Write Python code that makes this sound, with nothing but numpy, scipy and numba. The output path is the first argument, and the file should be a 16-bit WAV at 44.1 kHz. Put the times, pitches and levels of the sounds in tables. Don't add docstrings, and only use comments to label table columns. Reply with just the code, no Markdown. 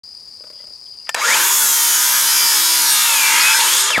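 import sys
import numpy as np
from scipy import signal
from scipy.fft import rfft, irfft
from scipy.io import wavfile
from scipy.ndimage import uniform_filter1d, map_coordinates
from numba import njit

SR = 44100
rng = np.random.default_rng(int(sys.argv[2]) if len(sys.argv) > 2 else 0)


def voltage_ratio(decibels):
    exponent = np.asarray(decibels, float) / 20
    return 10 ** exponent


def unload_wav(signal):
    wavfile.write(
        sys.argv[1],
        SR,
        np.round(np.clip(np.atleast_2d(signal).T, -1, 1) * 32767).astype(np.int16),
    )


N = 176400
GEAR_TEETH, PINION_TEETH = 46, 9


def unit(x):
    return x / np.sqrt(np.mean(x ** 2))


def colour(x, table, share=1):
    hz, db = np.array(table, float).T
    f = np.maximum(np.fft.rfftfreq(N, 1 / SR), 1)
    gain_db = np.interp(np.log(f), np.log(np.maximum(hz, 1)), db)
    return irfft(rfft(x) * voltage_ratio(share * gain_db), N)


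def band(x, hz, width):
    return signal.lfilter(*signal.iirpeak(hz, hz / width, SR), x)


def narrow(x, hz, width):
    return unit(band(band(x, hz, width), hz, width))


@njit
def sweep(x, hz, q):
    y, b, l = np.empty(len(x)), 0., 0.
    for i in range(len(x)):
        g = np.tan(np.pi * hz[i] / SR)
        v = (b + g * (x[i] - l)) / (1 + g * (g + 1 / q))
        b, l, y[i] = 2 * v - b, l + 2 * g * v, v
    return y


def butter(x, order, hz, kind):
    return signal.sosfilt(signal.butter(order, hz, kind, fs=SR, output="sos"), x)


def walk(rate):
    hold = int(SR / rate)
    steps = np.repeat(rng.standard_normal(N // hold + 1), hold)
    return 0.93 * uniform_filter1d(uniform_filter1d(steps, hold), hold)[:N]


def curves(table, t):
    at, *columns = np.array(table, float).T
    return (np.interp(t, at, c) for c in columns)


def bursts(events, source, t):
    out = 0
    for at, length, hz, width, db in events:
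        swell = np.sin(np.pi * np.clip((t - at) / length, 0, 1)).clip(0)
        out = out + voltage_ratio(db) * swell * narrow(source, hz, width)
    return out


def hits(events, modes, rattle_s, soft_s):
    size, crack_db = 4096, 1.5
    out, t = np.zeros(N), np.arange(size) / SR
    ring = sum(voltage_ratio(g) * np.sin(2 * np.pi * hz * t) * 1000 ** (-t / t60) for hz, g, t60 in modes)
    for at, db in events:
        push = rng.standard_normal(size) * np.exp(-t / rattle_s)
        push = signal.lfilter([1], [1, -np.exp(-1 / (SR * soft_s))], push)
        blow = unit(signal.fftconvolve(push, ring)[:size]) + voltage_ratio(crack_db) * unit(push)
        i = int(at * SR)
        out[i:i + size] += (voltage_ratio(db) * blow / np.abs(blow).max())[:N - i]
    return out


def yard():
    # f/Hz, width/Hz, level/dB
    insects = [(4868, 400, -38), (6760, 1300, -63), (8340, 830, -63), (9670, 990, -60.5), (3250, 900, -91)]
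    # t/s, length/s, f/Hz, width/Hz, level/dB
    flares = [(.733, 0.0091, 4930, 400, -32.5), (.982, .01, 4760, 400, -35), (1.061, .009, 4900, 500, -32)]
    # f/Hz, level/dB per Hz
    rumble = [(18, -47), (30, -32), (69, -0.5), (336, -5.5), (1100, -7), (1590, -15), (1730, -11.5),
              (3470, -15.5), (4000, -80.5), (5200, -49), (8800, -120)]
    left = np.array([[1], [-1]])

    def noise(wide):
        return rng.standard_normal(N) + wide * left * rng.standard_normal(N)

    wing_hz = 36 * (1 + 0.022 * walk(5.4))
    pulse = np.sin(2 * np.pi * np.cumsum(wing_hz) / SR)
    bugs = bursts(flares, noise(0), np.arange(N) / SR)
    for hz, width, db in insects:
        pulse_db = 0.3 * hz / 1000
        bugs = bugs + voltage_ratio(db) * narrow(noise(0.033) * voltage_ratio(1.2 * walk(88.2) + pulse_db * pulse), hz, width)
    pan_db = 5.5
    wind = voltage_ratio(-71) * narrow(noise(0.62), 63, 80)
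    air = voltage_ratio(-61.5) * noise(0.073)
    return bugs * voltage_ratio(left * pan_db / 2) + voltage_ratio(-58.5) * unit(colour(noise(0.19), rumble)) + air + wind


def shoe_on_board(t):
    # t/s, peak level/dB
    taps = [(0.406, -37.5), (0.44, -32), (0.469, -39), (0.501, -35), (0.528, -41), (0.561, -44),
            (0.601, -39), (0.639, -37), (0.673, -38), (0.705, -40)]
    # f/Hz, level/dB, T60/s
    shoe = [(284, -14, .06), (612, 7, 0.057), (1000, -13, 0.027), (1520, 3, 0.044), (2030, -8, 0.087),
            (3200, -2, 0.048)]
    # t/s, length/s, f/Hz, width/Hz, level/dB
    scuffs = [(.58, .05, 2023, 80, -56), (.53, .13, 3150, 800, -57), (.855, .03, 3200, 400, -57),
              (.91, 0.067, 3050, 500, -63), (.98, .06, 2900, 500, -60), (1.04, .03, 2300, 900, -60),
              (1.068, 0.0082, 1690, 1400, -37), (1.075, 0.018, 1700, 1600, -45)]
    return hits(taps, shoe, 0.005, 0.00024) + bursts(scuffs, rng.standard_normal(N), t)


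def trigger_clicks():
    # t/s, peak level/dB
    snaps = [
        (1.092, -7.5),
        (1.094, -12.5),
        (1.0985, -21),
        (1.1448, -8),
        (1.148, -5.5),
        (3.905, -4),
    ]
    # f/Hz, level/dB, T60/s
    trigger = [(970, -14, .015), (1400, -1, 0.032), (1790, 7, 0.026), (2760, 5.5, 0.009), (3580, 0, 0.0071),
               (5900, 5, 0.005), (8240, 7, 0.004), (11000, -4, 0.0025)]
    return butter(hits(snaps, trigger, 0.002, 0.00003), 2, [640, 10000], "band")


def board_knocks():
    # t/s, peak level/dB
    knocks = [
        (1.71, -37),
        (2.478, -39),
        (3.975, -11),
        (3.9772, -14),
        (3.98, -0.5),
    ]
    # f/Hz, level/dB, T60/s
    board = [(177, -20, 0.065), (310, -6, 0.049), (595, -8, 0.015), (820, 8, 0.034), (1140, 2, 0.024),
             (1600, -1, .015), (2940, -8, .006)]
    return butter(hits(knocks, board, 0.000276, 0.00014), 3, 90, "high")


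def controller_chirp(t):
    start_s, length_s = 1.152, 0.079
    return voltage_ratio(-33.5) * np.sin(2 * np.pi * 3970 * t) * (t > start_s) * (t < start_s + length_s)


def tooth_contacts(turns, share):
    steps_per_turn, memory, chip_db = 640, 0.87, 1.5
    rows = rng.standard_normal((200, steps_per_turn))
    rows = signal.lfilter([1], [1, -memory], rows, axis=0)[9:].ravel()
    repeat = unit(map_coordinates(rows, [turns * steps_per_turn]))
    chips = unit(rng.standard_normal(N) * voltage_ratio(chip_db * rng.standard_normal(N)))
    return np.sqrt(share) * repeat + np.sqrt(1 - share) * chips


def gears(t, turns, grind):
    # t/s, gear mesh level/dB, its octave level/dB, motor shaft hum level/dB
    whine_levels = [(1.16, -40, -46, -60), (1.22, -23, -31, -55), (1.31, -19, -42, -46),
                    (1.385, -29, -26, -41), (1.52, -32, -30, -45), (1.7, -35, -38, -49),
                    (1.86, -32, -40, -50), (2.1, -40, -36, -55), (2.35, -29, -38, -49),
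                    (2.75, -36, -38, -45), (3.05, -29, -30, -56), (3.18, -23, -25, -54),
                    (3.34, -31, -42, -52), (3.47, -19, -29, -52), (3.58, -42, -36, -52),
                    (3.68, -26, -42, -45), (3.85, -36, -34, -41), (3.92, -19, -33, -56)]
    # multiple of the shaft rate, level/dB re hum
    shaft_tones = [(1, 0), (3, 6)]
    housing_hz = [900, 1250, 1720, 2150, 2330, 2560, 3090]
    mesh_db, octave_db, hum_db = curves(whine_levels, t)
    shaft = 2 * np.pi * turns * GEAR_TEETH / PINION_TEETH

    def tone(k, db):
        level = voltage_ratio(db + 2 * walk(22) + 2.5 * grind * walk(130))
        return level * np.sin(k * shaft + (0.2 + 1.4 * grind) * walk(250))

    wobble = 1 + 0.12 * np.sin(2 * np.pi * turns) + 0.24 * np.sin(shaft)
    mesh = wobble * tone(PINION_TEETH, mesh_db + 3.5)
    housing = sum(band(mesh, hz, 160) for hz in housing_hz)
    octave = wobble * tone(2 * PINION_TEETH, octave_db + 2.0)
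    hum = sum(tone(k, hum_db + db + 5.0) for k, db in shaft_tones)
    return voltage_ratio(-4) * mesh + voltage_ratio(-4) * housing + octave + hum


def blade_song(t, turns):
    # t/s, length/s, multiple of the blade turn, level/dB
    songs = [(1.5, .25, 3, -54), (1.9, .25, 104, -29), (2.25, .2, 74, -28), (2.38, .14, 72, -26),
             (2.45, .4, 78, -23), (2.57, .22, 70, -33), (2.78, .38, 3, -52), (3.2, .25, 6, -44),
             (3.3, .1, 40, -24), (3.36, .09, 80, -28), (3.81, .11, 15.33, -25), (3.86, .04, 40.9, -25),
             (3.81, .12, 89, -29), (3.49, .06, 46, -24), (3.5, .09, 92, -26)]
    out = 0
    for at, length, k, db in songs:
        swell = np.sqrt(np.sin(np.pi * np.clip((t - at) / length, 0, 1)).clip(0))
        out = out + voltage_ratio(db + 3 + 1.2 * walk(25)) * swell * np.sin(2 * np.pi * k * turns + 0.2 * walk(150))
    return out


def cutting(t, contacts, rasp_db, roar_db, fizz_db):
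    # f/Hz, width/Hz, level/dB
    blade_rings = [(930, 110, 3), (1700, 200, -2), (6800, 200, -6), (8740, 250, -6), (11450, 400, -6)]
    # t/s, f/Hz, level/dB re rasp
    kerf = [(1.4, 6600, -4), (1.6, 7360, -6), (2.1, 5700, -6.5), (2.5, 5300, -6.5), (3.0, 4040, -8),
            (3.35, 2010, -4.5), (3.6, 2360, -10), (3.8, 3470, -10.5)]
    # f/Hz, level/dB per Hz
    rasp_shape = [(1500, -34), (2500, -24), (3200, -5), (4500, -2.5), (6000, 3), (9000, 0.5), (12000, -8.5),
                  (15600, -27)]
    # f/Hz, level/dB per Hz
    roar_shape = [(59, -73), (100, -23), (304, -22.5), (780, -21.5), (895, -5.5), (1580, -3), (1910, -5.5),
                  (2480, -5.5), (4000, -12), (5200, -17), (8800, -120)]
    # f/Hz, level/dB per Hz
    fizz_shape = [(8000, -22), (10500, -1.5), (12500, -0.5), (14500, -4), (15700, -6.5)]
    rings = 0
    for hz, width, db in blade_rings:
        rings = rings + voltage_ratio(db + 2.1 * walk(3.99)) * band(contacts, hz, width) * np.sqrt(hz / width)
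    teeth = contacts + voltage_ratio(-13) * unit(rings)
    kerf_hz, kerf_db = curves(kerf, t)
    slot = unit(sweep(contacts, kerf_hz, 4.0))
    rasp = unit(colour(teeth, rasp_shape)) + voltage_ratio(kerf_db) * slot
    roar = unit(colour(teeth, roar_shape))
    fizz = unit(colour(teeth, fizz_shape))
    return (rasp * voltage_ratio(rasp_db - 4.0 + 0.11 * walk(18)) + roar * voltage_ratio(roar_db + walk(9.63))
            + fizz * voltage_ratio(fizz_db + 0.27 * walk(10.1)))


def saw(t):
    # t/s, gear mesh f/Hz
    speed = [(1.15, 300), (1.36, 2658), (1.44, 3309), (1.52, 3465), (1.63, 3402), (1.81, 3124),
             (1.99, 3004), (2.23, 2997), (2.35, 3108), (2.59, 3009), (2.77, 2986), (3.07, 2734),
             (3.25, 2314), (3.49, 2562), (3.58, 2600), (3.76, 3400), (3.9, 3680), (4.0, 1050)]
    # t/s, rasp level/dB, board roar level/dB, fizz level/dB, share repeating each turn/0-1
    effort = [(1.16, -35, -29.5, -56, 0.3), (1.22, -26, -25, -38, 0.05), (1.3, -18.5, -19, -32, 0.27),
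              (1.42, -20, -21, -21, 0.34), (1.6, -17, -27, -20.5, 0.78), (2.1, -18, -24.5, -21.5, 0.7),
              (2.9, -16, -25, -24, 0.89), (3.2, -16.5, -23.5, -24.5, 0.55), (3.36, -15.5, -20.5, -29, 0.65),
              (3.6, -15, -20.5, -29, 0.4), (3.8, -13, -22.5, -26.5, 0.32), (3.9, -17.5, -19.5, -63, 0.03),
              (4.0, -34, -28, -40, 0.2)]
    # t/s, length/s, f/Hz, width/Hz, level/dB
    jolts = [(1.21, .03, 2200, 540, -26), (1.28, 0.021, 5000, 270, -24), (1.4, 0.042, 1540, 150, -23),
             (1.335, 0.021, 3100, 600, -20), (1.6, 0.051, 1500, 120, -27), (1.25, 0.036, 510, 110, -33),
             (2.84, .1, 5600, 280, -24), (3.535, 0.041, 1560, 200, -20.5), (3.55, 0.043, 2000, 290, -25),
             (3.59, 0.038, 4400, 460, -26.5), (3.595, 0.023, 3100, 2500, -21),
             (3.59, 0.082, 920, 170, -26.5), (3.4, .03, 4900, 1100, -18), (3.8, 0.03, 11300, 500, -28),
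             (2.9, .06, 8800, 300, -23)]
    start_s = speed[0][0]
    mesh_hz = np.interp(t, *np.array(speed).T)
    turns = np.cumsum(mesh_hz * (t > start_s)) / SR / GEAR_TEETH
    grind = np.clip(0.09 * np.abs(np.gradient(mesh_hz)) * SR / 1000, 0, 1)
    rasp_db, roar_db, fizz_db, share = curves(effort, t)
    contacts = tooth_contacts(turns, np.clip(share, 0, 1))
    guard = voltage_ratio(roar_db - 15.5) * grind * unit(band(contacts, 542, 125))
    running = (cutting(t, contacts, rasp_db, roar_db, fizz_db) + gears(t, turns, grind)
               + blade_song(t, turns) + bursts(jolts, contacts, t) + guard)
    return running * np.clip((t - start_s) / 0.012, 0, 1) + controller_chirp(t)


def scene():
    # f/Hz, level/dB
    saw_pan = [(150, 1.9), (700, 4.6), (1500, 6.2), (4000, 0.24), (15000, 0.11)]
    # f/Hz, level/dB
    wide_shape = [(100, 14), (300, 5), (1000, 0), (2400, 4), (4400, 3), (8000, 9), (15000, 11)]
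    t = np.arange(N) / SR
    clicks = trigger_clicks()
    tool = butter(saw(t) + shoe_on_board(t) + voltage_ratio(-5.5) * clicks, 2, 257, "high")
    tool = tool + board_knocks()
    echo_t60_s = 0.097
    tails = rng.standard_normal((2, 6000)) * 1000 ** (-t[:6000] / echo_t60_s)
    echo, wide = (signal.fftconvolve(tool, h / np.linalg.norm(h))[:N] for h in tails)
    tool = tool + voltage_ratio(-7) * echo + clicks
    wide = voltage_ratio(-27) * colour(wide, wide_shape)
    return np.array([colour(tool, saw_pan, 0.13) + wide, colour(tool, saw_pan, -0.39) - wide]) + yard()


def roll_off(x):
    return signal.sosfilt(signal.butter(12, 15800, fs=SR, output="sos"), x)


def record(dry):
    start_s, fade_s, top_hz = 0.034, 0.0022, 15800
    gate = np.clip((np.arange(N) / SR - start_s) / fade_s, 0, 1)
    rounded = np.tanh(dry * gate)
    mix = signal.sosfilt(signal.ellip(8, 0.2, 50, top_hz, fs=SR, output="sos"), rounded)
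    return roll_off(mix)


dry = scene()
out = record(dry)
unload_wav(out)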